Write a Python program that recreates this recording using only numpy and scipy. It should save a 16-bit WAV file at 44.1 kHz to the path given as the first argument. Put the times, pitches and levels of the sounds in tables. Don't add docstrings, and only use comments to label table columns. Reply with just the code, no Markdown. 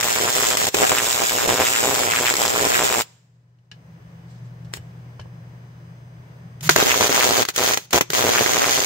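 import sys
import numpy as np
from scipy import signal
from scipy.fft import rfft, irfft
from scipy.io import wavfile
from scipy.ndimage import uniform_filter1d

SR = 44100
rng = np.random.default_rng(int(sys.argv[2]) if len(sys.argv) > 2 else 0)


def wav_record(signal):
    frames = np.transpose(np.atleast_2d(signal))
    bounded = np.clip(frames, -1, 1)
    quanta = np.round(bounded * 32767).astype(np.int16)
    wavfile.write(sys.argv[1], SR, quanta)


N = 390285
RIPPLE_HZ = 120
# f/Hz, level/dB
GAS_SPECTRUM = [(12, -40.5), (20, -23), (70, -13), (305, -6), (361, 2), (445, -2), (1740, -7), (2430, -9.5),
                (3000, -17), (3900, -42.5), (6600, -120)]


def undb(db):
    return 10 ** (np.asarray(db) / 20)


def level(x, db):
    return x * undb(db) / np.sqrt(np.mean(x ** 2))


def colour(x, points):
    hz, db = np.transpose(points)
    size = 2 ** 13
    gain_db = np.interp(np.log(np.arange(size // 2 + 1) * SR / size + 1), np.log(hz), db)
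    cep = irfft(gain_db * np.log(10) / 20)
    cep[1:size // 2] *= 2
    cep[size // 2 + 1:] = 0
    return signal.fftconvolve(x, irfft(np.exp(rfft(cep)))[None], axes=1)[:, :N]


def tint(x, points):
    return colour(x, points) / np.linalg.norm(colour(np.eye(1, N), points))


def walk(rate):
    k = int(SR / rate)
    return uniform_filter1d(np.repeat(rng.standard_normal(N // k + 1), k), k)[:N]


def add(track, s, shape):
    i = int(max(s, 0) * SR)
    track[..., i:i + shape.shape[-1]] += shape[..., :N - i]


def blast(length_ms, rise_ms):
    ms = np.arange(SR // 20) * 1000 / SR
    shape = (1 - np.exp(-ms / rise_ms)) * np.exp(-ms / length_ms)
    return shape / shape.max()


def echoes(x, t60_s, start_ms):
    t = np.arange(SR // 2) / SR
    tail = rng.standard_normal((2, len(t))) * 1000. ** (-t / t60_s) * (t > start_ms / 1000)
    return signal.fftconvolve(x, tail / np.linalg.norm(tail, axis=1, keepdims=True), axes=1)[:, :N]


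def workshop():
    # f/Hz, level/dB
    fan_spectrum = [(15, -39), (28, -35.5), (55, -18), (95, -7), (110, -8), (140, -2), (185, -6.5),
                    (212, -19.5), (520, -22), (1050, -29), (1380, -33.5), (1700, -31), (3500, -43),
                    (8300, -51), (10000, -58.5), (15000, -50.5)]
    # first, last, relative level/dB
    overtones = [(14, 14, -33), (25, 25, -32), (28, 28, -34), (34, 34, -38), (38, 39, -41), (40, 42, -36),
                 (43, 48, -40), (49, 52, -36), (53, 53, -43), (68, 68, -37)]
    # t/s, gain/dB
    swell = [(0, -55.5), (3.099, -61), (3.705, -58.5), (3.725, -48.5), (4.1, -44.5), (4.699, -43.5),
             (6.68, -43.5), (6.75, -69), (7.85, -58), (8.85, -55)]
    t = np.arange(N) / SR
    mid, side = colour(rng.standard_normal((2, N)), fan_spectrum)
    side = colour(side[None], [(150, -20), (300, -10.5), (700, -1), (1400, 3.5), (4000, 0)])[0]
    rumble = level(mid + side * np.array([[1], [-1]]), -2.2) * undb(.76 * walk(5))
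    blade = undb(-2.5 + 2 * walk(10)) * np.sin(2 * np.pi * np.cumsum(165 + 3 * walk(8.5)) / SR)
    hum = undb(4 + 2.9 * walk(4.4)) * np.sin(2 * np.pi * RIPPLE_HZ * t)
    tones = [(1007, -30)]
    tones += [(k * RIPPLE_HZ, db + 1.5 * rng.standard_normal())
              for first, last, db in overtones for k in range(first, last + 1)]
    phases = rng.uniform(0, 2 * np.pi, (len(tones), 2, 1))
    buzz = sum(undb(db + 2.2 * walk(8.6)) * np.sin(2 * np.pi * hz * t + phase)
               for (hz, db), phase in zip(tones, phases))
    lean_left = undb([[.6], [-.6]])
    return undb(np.interp(t, *np.transpose(swell))) * lean_left * (rumble + blade + hum + buzz)


def torch_rustle():
    # t/s, level/dB
    course = [(4.24, -84), (4.31, -63), (4.38, -69), (4.47, -66), (4.55, -94)]
    noise = colour(rng.standard_normal((2, N)), [(1500, -19.5), (4000, -2), (8000, -7.5), (10000, -23.5)])
    return level(noise, 0) * undb(np.interp(np.arange(N) / SR, *np.transpose(course)) + 3 * walk(40))


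def steel_taps():
    # t/s, clack level/dB, clack centre f/Hz, ring gain/dB, thud gain/dB
    ticks = [(3.5874, -65, 2800, -76, -58), (3.715, -26.5, 2510, -40.5, -62), (4.647, -48, 3500, -67, -48),
             (4.6554, -54, 3500, -64, -53), (4.778, -42, 1900, -51, -33.5), (5.194, -30, 600, -56, -31),
             (5.197, -34, 2670, -49.5, -49), (5.213, -45, 4000, -52, -44), (5.256, -33, 470, -75, -37)]
    # f/Hz, relative level/dB, t60/s
    modes = [(1680, -1, 0.071), (1870, -17, 0.069), (2880, 5, 0.035), (3025, 1, 0.07), (4130, -7, 0.074),
             (5500, -9, .06)]
    thud_hz, thud_t60_s, clack_t60_s = 91, .2, .062
    t = np.arange(SR // 4) / SR
    thud_attack = np.sin(np.pi * np.minimum(t / .014, .5))
    thud = np.sin(2 * np.pi * thud_hz * t) * thud_attack * 1000. ** (-t / thud_t60_s)
    out = np.zeros((2, N))
    spreads_db = 3 * rng.standard_normal((len(ticks), 2, len(modes)))
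    for (s, clack_db, clack_hz, ring_db, thud_db), spread_db in zip(ticks, spreads_db):
        ring = sum(undb(db + spread_db[:, [m]]) * np.sin(2 * np.pi * hz * t) * 1000. ** (-t / t60)
                   for m, (hz, db, t60) in enumerate(modes))
        band = np.array([(.3, -14), (1, 0), (2.2, -6), (3.5, -25), (9, -60)]) * [clack_hz, 1]
        clack = colour(rng.standard_normal((2, len(t))) * 1000. ** (-t / clack_t60_s), band)[:, :len(t)]
        add(out, s, undb(clack_db) * clack / np.abs(clack).max() + undb(ring_db) * ring + undb(thud_db) * thud)
    return out + undb(-15) * echoes(out, t60_s=.18, start_ms=13)


def transformer_growl(envelope):
    noise = colour(rng.standard_normal((1, N)), [(80, -40), (150, 1), (260, -34)])
    return uniform_filter1d(envelope, size=600) * level(noise, 0)


def bolt_ring(x, modes):
    return sum(undb(db) * np.array([[1], [(-1) ** k]])
               * signal.lfilter(*signal.iirpeak(hz, hz / width, SR), x)
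               for k, (hz, width, db) in enumerate(modes))


def steel_scatter(stereo):
    paths = [(5, 19, 43), (11, 29, 37)]
    sides = []
    for x, lags in zip(stereo, paths):
        for lag in lags:
            taps = np.r_[.3, np.zeros(lag - 1), 1]
            x = signal.lfilter(taps, taps[::-1], x)
        sides.append(x)
    return np.array(sides)


def ripple_strikes(bubble_hz):
    count = int(N / SR * RIPPLE_HZ)
    late, size, length, pitch = np.tanh(.8 * rng.standard_normal((count, 4))).T
    kick_sign, kick_lag = rng.choice([-1, 1], (count, 2)), rng.random((count, 2))
    polarity = rng.choice([-1, 1], count)
    drift, stretch, wander, facing = walk(9), walk(4), walk(12), np.sign(walk(45))
    crack, pops = np.zeros(N), np.zeros((2, N))
    for k in range(count):
        i = int(k * SR / RIPPLE_HZ)
        s = (k + .08 + .11 * late[k] + .16 * drift[i]) / RIPPLE_HZ
        ms = .7 * np.exp(.55 * length[k] + .12 * stretch[i])
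        add(crack, s, undb(1.1 * size[k]) * blast(ms, rise_ms=.0077))
        cycles = np.arange(SR // 100) / SR * bubble_hz[i] * np.exp(.53 * pitch[k])
        pop = np.sin(2 * np.pi * cycles + .87) * np.exp(-cycles / .43)
        pop *= polarity[k] * undb(2.5 * size[k]) / np.linalg.norm(pop)
        add(pops[0], s + .00034, pop)
        add(pops[1], s + .00031 + .0003 * wander[i], facing[i] * pop)
        for c in range(2):
            add(pops[c], s + .0006 + .0015 * ms * kick_lag[k, c], kick_sign[k, c] * min(.35 * ms, 1) * pop)
    # f/Hz, gain/dB
    pop_tilt = [(20, -32.5), (70, -7.5), (300, -4), (450, -0.5), (900, -2), (1500, 0), (2600, 3.5),
                (3600, 0), (6500, -35.5)]
    sizzle = undb(1.6 * walk(60))
    rush = level(colour(sizzle * rng.standard_normal((2, N)), GAS_SPECTRUM), -9)
    return level(crack + .24 * sizzle, 0), level(level(colour(pops, pop_tilt), 0) + rush, 2.6)


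def burning_arc(t, second_weld):
    # t/s, gain/dB
    burns = [
        [(0.0, -32), (0.274, -27), (0.346, -35), (0.354, -28), (0.688, -29), (0.69, -38)],
        [(0.76, -30.5), (0.82, -23), (0.83, -17), (0.88, -31), (0.92, -22), (0.94, -29), (1.14, -32.5),
         (1.24, -24), (1.26, -32.5), (1.45, -27.5), (1.5, -21), (1.58, -31), (1.6, -21.5), (1.68, -31),
         (1.77, -29.5), (1.79, -26), (2.31, -28.5), (2.37, -33), (2.41, -24.5), (2.48, -29), (2.67, -23),
         (2.69, -32), (2.7, -25.5), (3.01, -28), (3.02, -42)],
        [(6.772, -23.5), (6.828, -22), (6.842, -38.5), (6.862, -22.5), (6.992, -29.5), (7.012, -19.5),
         (7.084, -32.5), (7.09, -25), (7.434, -24.5)],
        [(7.578, -26), (7.686, -28), (7.745, -26.5)],
        [(7.928, -26.5), (7.938, -18.5), (7.985, -23.5)],
        [(8.13, -27.5), (8.314, -22.5), (8.33, -28.5), (8.42, -21.5), (8.426, -29.5), (8.644, -23.5),
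         (8.65, -28.5), (8.782, -27.5), (8.85, -33)],
    ]
    # re-strike t/s, length/s, depth/dB
    blinks = [(.027, 0.011, -9), (.57, .016, -10), (.667, .012, -10), (1.476, .012, -11), (2.337, .01, -9),
              (2.352, .01, -7.5), (2.365, .008, -7.5), (2.425, .006, -8.5), (7.09, .008, -8),
              (8.46, 0.0096, -4), (8.815, 0.011, -6)]
    # middle t/s, length/s
    rasps = [(0.984, 0.054), (1.665, .04), (1.739, .06), (2.126, 0.075), (2.168, 0.027), (2.272, 0.064),
             (2.757, 0.062), (6.913, .06), (7.203, 0.065), (8.364, 0.036), (8.653, 0.022)]
    usual_gas_db, rasp_db, rasp_octaves = -28, 1, 1.1
    gas_db = np.interp(t, *np.vstack(burns).T)
    surge_db = gas_db - usual_gas_db
    rasp = sum(np.exp(-(2 * (t - s) / length) ** 2) for s, length in rasps)
    bubble_hz = 736 * 2 ** (rasp_octaves * rasp - surge_db / 16.5)
    cracks, pops = ripple_strikes(bubble_hz)
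    lit = sum((t >= rows[0][0]) & (t <= rows[-1][0]) for rows in burns)
    lit = lit * undb(sum(db * ((t >= s - length) & (t < s)) for s, length, db in blinks))
    crack_db = np.where(second_weld, -23, -22.75 - .5 * t)
    crack_db += .15 * surge_db + .6 * walk(14)
    return lit * cracks * undb(crack_db), lit * pops * undb(gas_db + rasp_db * rasp)


def stutter(t):
    # t/s, crack gain/dB, puff against crack/dB, length/ms
    strikes = [(0.028, -13, -2, 1.0), (.668, -17, -3, 1.5), (.570, -11, -4.5, 1.2),
               (0.7426, -14, -1.5, 6.9), (0.894, -16, 0, 0.5), (1.476, -21, -12, 1.3),
               (2.338, -15, -3, 1.2), (2.353, -18, -4, 1.2), (2.366, -18, -4, 1.2),
               (4.737, -13, -2.5, 0.23), (4.7704, -41, 4, 2.1), (6.6072, -34.5, -24, 4),
               (6.6914, -2, 1, 2.45), (6.7074, -19, -19, 3.9), (6.76, -8.5, 1, 3.2),
               (7.4507, -17, -2.5, 1.5), (7.4853, -17, -6, 3.2), (7.56, -15, -18, 2.9),
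               (7.7723, -18, 1, 2.4), (7.906, -29, -16, 2.8), (7.929, -14, -11, 4), (8.0089, -10, -1, 2.7),
               (8.1015, -16, -6, 1.9), (8.134, -19, -1, 0.94), (8.461, -17, 7.5, 0.76),
               (8.815, -20, 2, 0.71)]
    # start t/s, end t/s, start gain/dB, end gain/dB, growl level/dB
    shorts = [(0.702, 0.741, -49, -33, -60), (4.728, 4.771, -50, -40, -55), (6.627, 6.68, -37, -30, -28.5),
              (6.707, 6.761, -24.5, -32, -32.5), (7.477, 7.504, -38, -31, -56),
              (7.536, 7.581, -43, -25, -47), (7.748, 7.775, -42, -28, -60), (7.79, 7.86, -41, -53, -52),
              (7.908, 7.927, -47, -36, -39), (8.01, 8.02, -37, -41, -32), (8.099, 8.126, -55, -27, -37)]
    crack, puff, growl = np.zeros((3, N))
    for s, db, puff_db, ms in strikes:
        add(crack, s, undb(db) * blast(ms, rise_ms=.025))
        add(puff, s, undb(db + puff_db) * blast(ms, rise_ms=.48))
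    for start, end, start_db, end_db, growl_db in shorts:
        on = (t >= start) & (t <= end)
        frying = on * undb(np.interp(t, [start, end], [start_db, end_db]))
        crack += frying
        puff += undb(-12) * frying
        growl += on * undb(growl_db)
    return crack, puff, growl


def crackle(envelope, second_weld):
    # f/Hz, level/dB
    spectra = [
        [(700, -20.5), (1500, -13), (2440, -10), (3500, -7.5), (4680, -12), (5060, -7.5), (6150, -11.5),
         (7380, -2), (9090, -16.5), (10200, -21), (12600, -14.5), (15700, -15.5)],
        [(700, -22), (1500, -8), (2170, -9), (3290, -6), (5470, -8.5), (6480, -4), (9570, -18.5), (10800, -20),
         (12300, -15), (15700, -14)],
    ]
    # f/Hz, width/Hz, gain/dB
    bolt_modes = [
        [(5080, 90, -3), (5920, 120, -8), (6500, 94, -6), (7150, 150, -3), (7580, 70, 3), (7850, 66, -6)],
        [(4310, 80, -4), (5100, 80, -6), (5760, 80, -6), (6470, 110, 0), (6650, 110, -2), (7460, 60, -7)],
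    ]
    sparks = envelope * level(undb(2.6 * np.minimum(rng.exponential(size=N), 5.5)), 0)
    noise = rng.standard_normal((3, N))
    lag = np.round(8 + 3 * walk(3)).astype(int)
    common = np.array([noise[0], noise[0, np.clip(np.arange(N) - lag, 0, N - 1)]])
    treble = steel_scatter(sparks * (np.sqrt(.6) * common + np.sqrt(.4) * noise[1:]))
    return sum(undb(2.5) * bolt_ring(weld * sparks * noise[0], modes) + tint(weld * treble, spectrum)
               for weld, spectrum, modes in zip((~second_weld, second_weld), spectra, bolt_modes))


def welder():
    # f/Hz, left minus right/dB
    lean = [(300, -0.2), (3000, 0.5), (5500, -1), (7000, -3), (8300, 4), (12000, -0.4)]
    t = np.arange(N) / SR
    second_weld = t > 6
    burn_crack, gas = burning_arc(t, second_weld)
    stutter_crack, puff, load = stutter(t)
    direct = gas + crackle(burn_crack + stutter_crack, second_weld)
    direct += tint(puff * rng.standard_normal((2, N)), GAS_SPECTRUM)
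    direct = np.vstack([colour(direct[[c]], [(hz, db * (.5 - c)) for hz, db in lean]) for c in range(2)])
    growl = transformer_growl(load)
    walls = echoes(direct, t60_s=.6, start_ms=8.7)
    walls = colour(walls, [(200, -8.5), (1500, -5.5), (6000, -1), (12000, -11)])
    near = echoes(direct, t60_s=.07, start_ms=3)
    return undb(2.5) * (direct + undb(-9) * near + undb(-22.5) * walls) + growl


def scene():
    return welder() + steel_taps() + torch_rustle() + workshop()


def record(dry):
    return signal.sosfilt(signal.ellip(14, .2, 80, 15740, fs=SR, output="sos"), np.clip(dry, -.95, .95))


dry = scene()
out = record(dry)
wav_record(out)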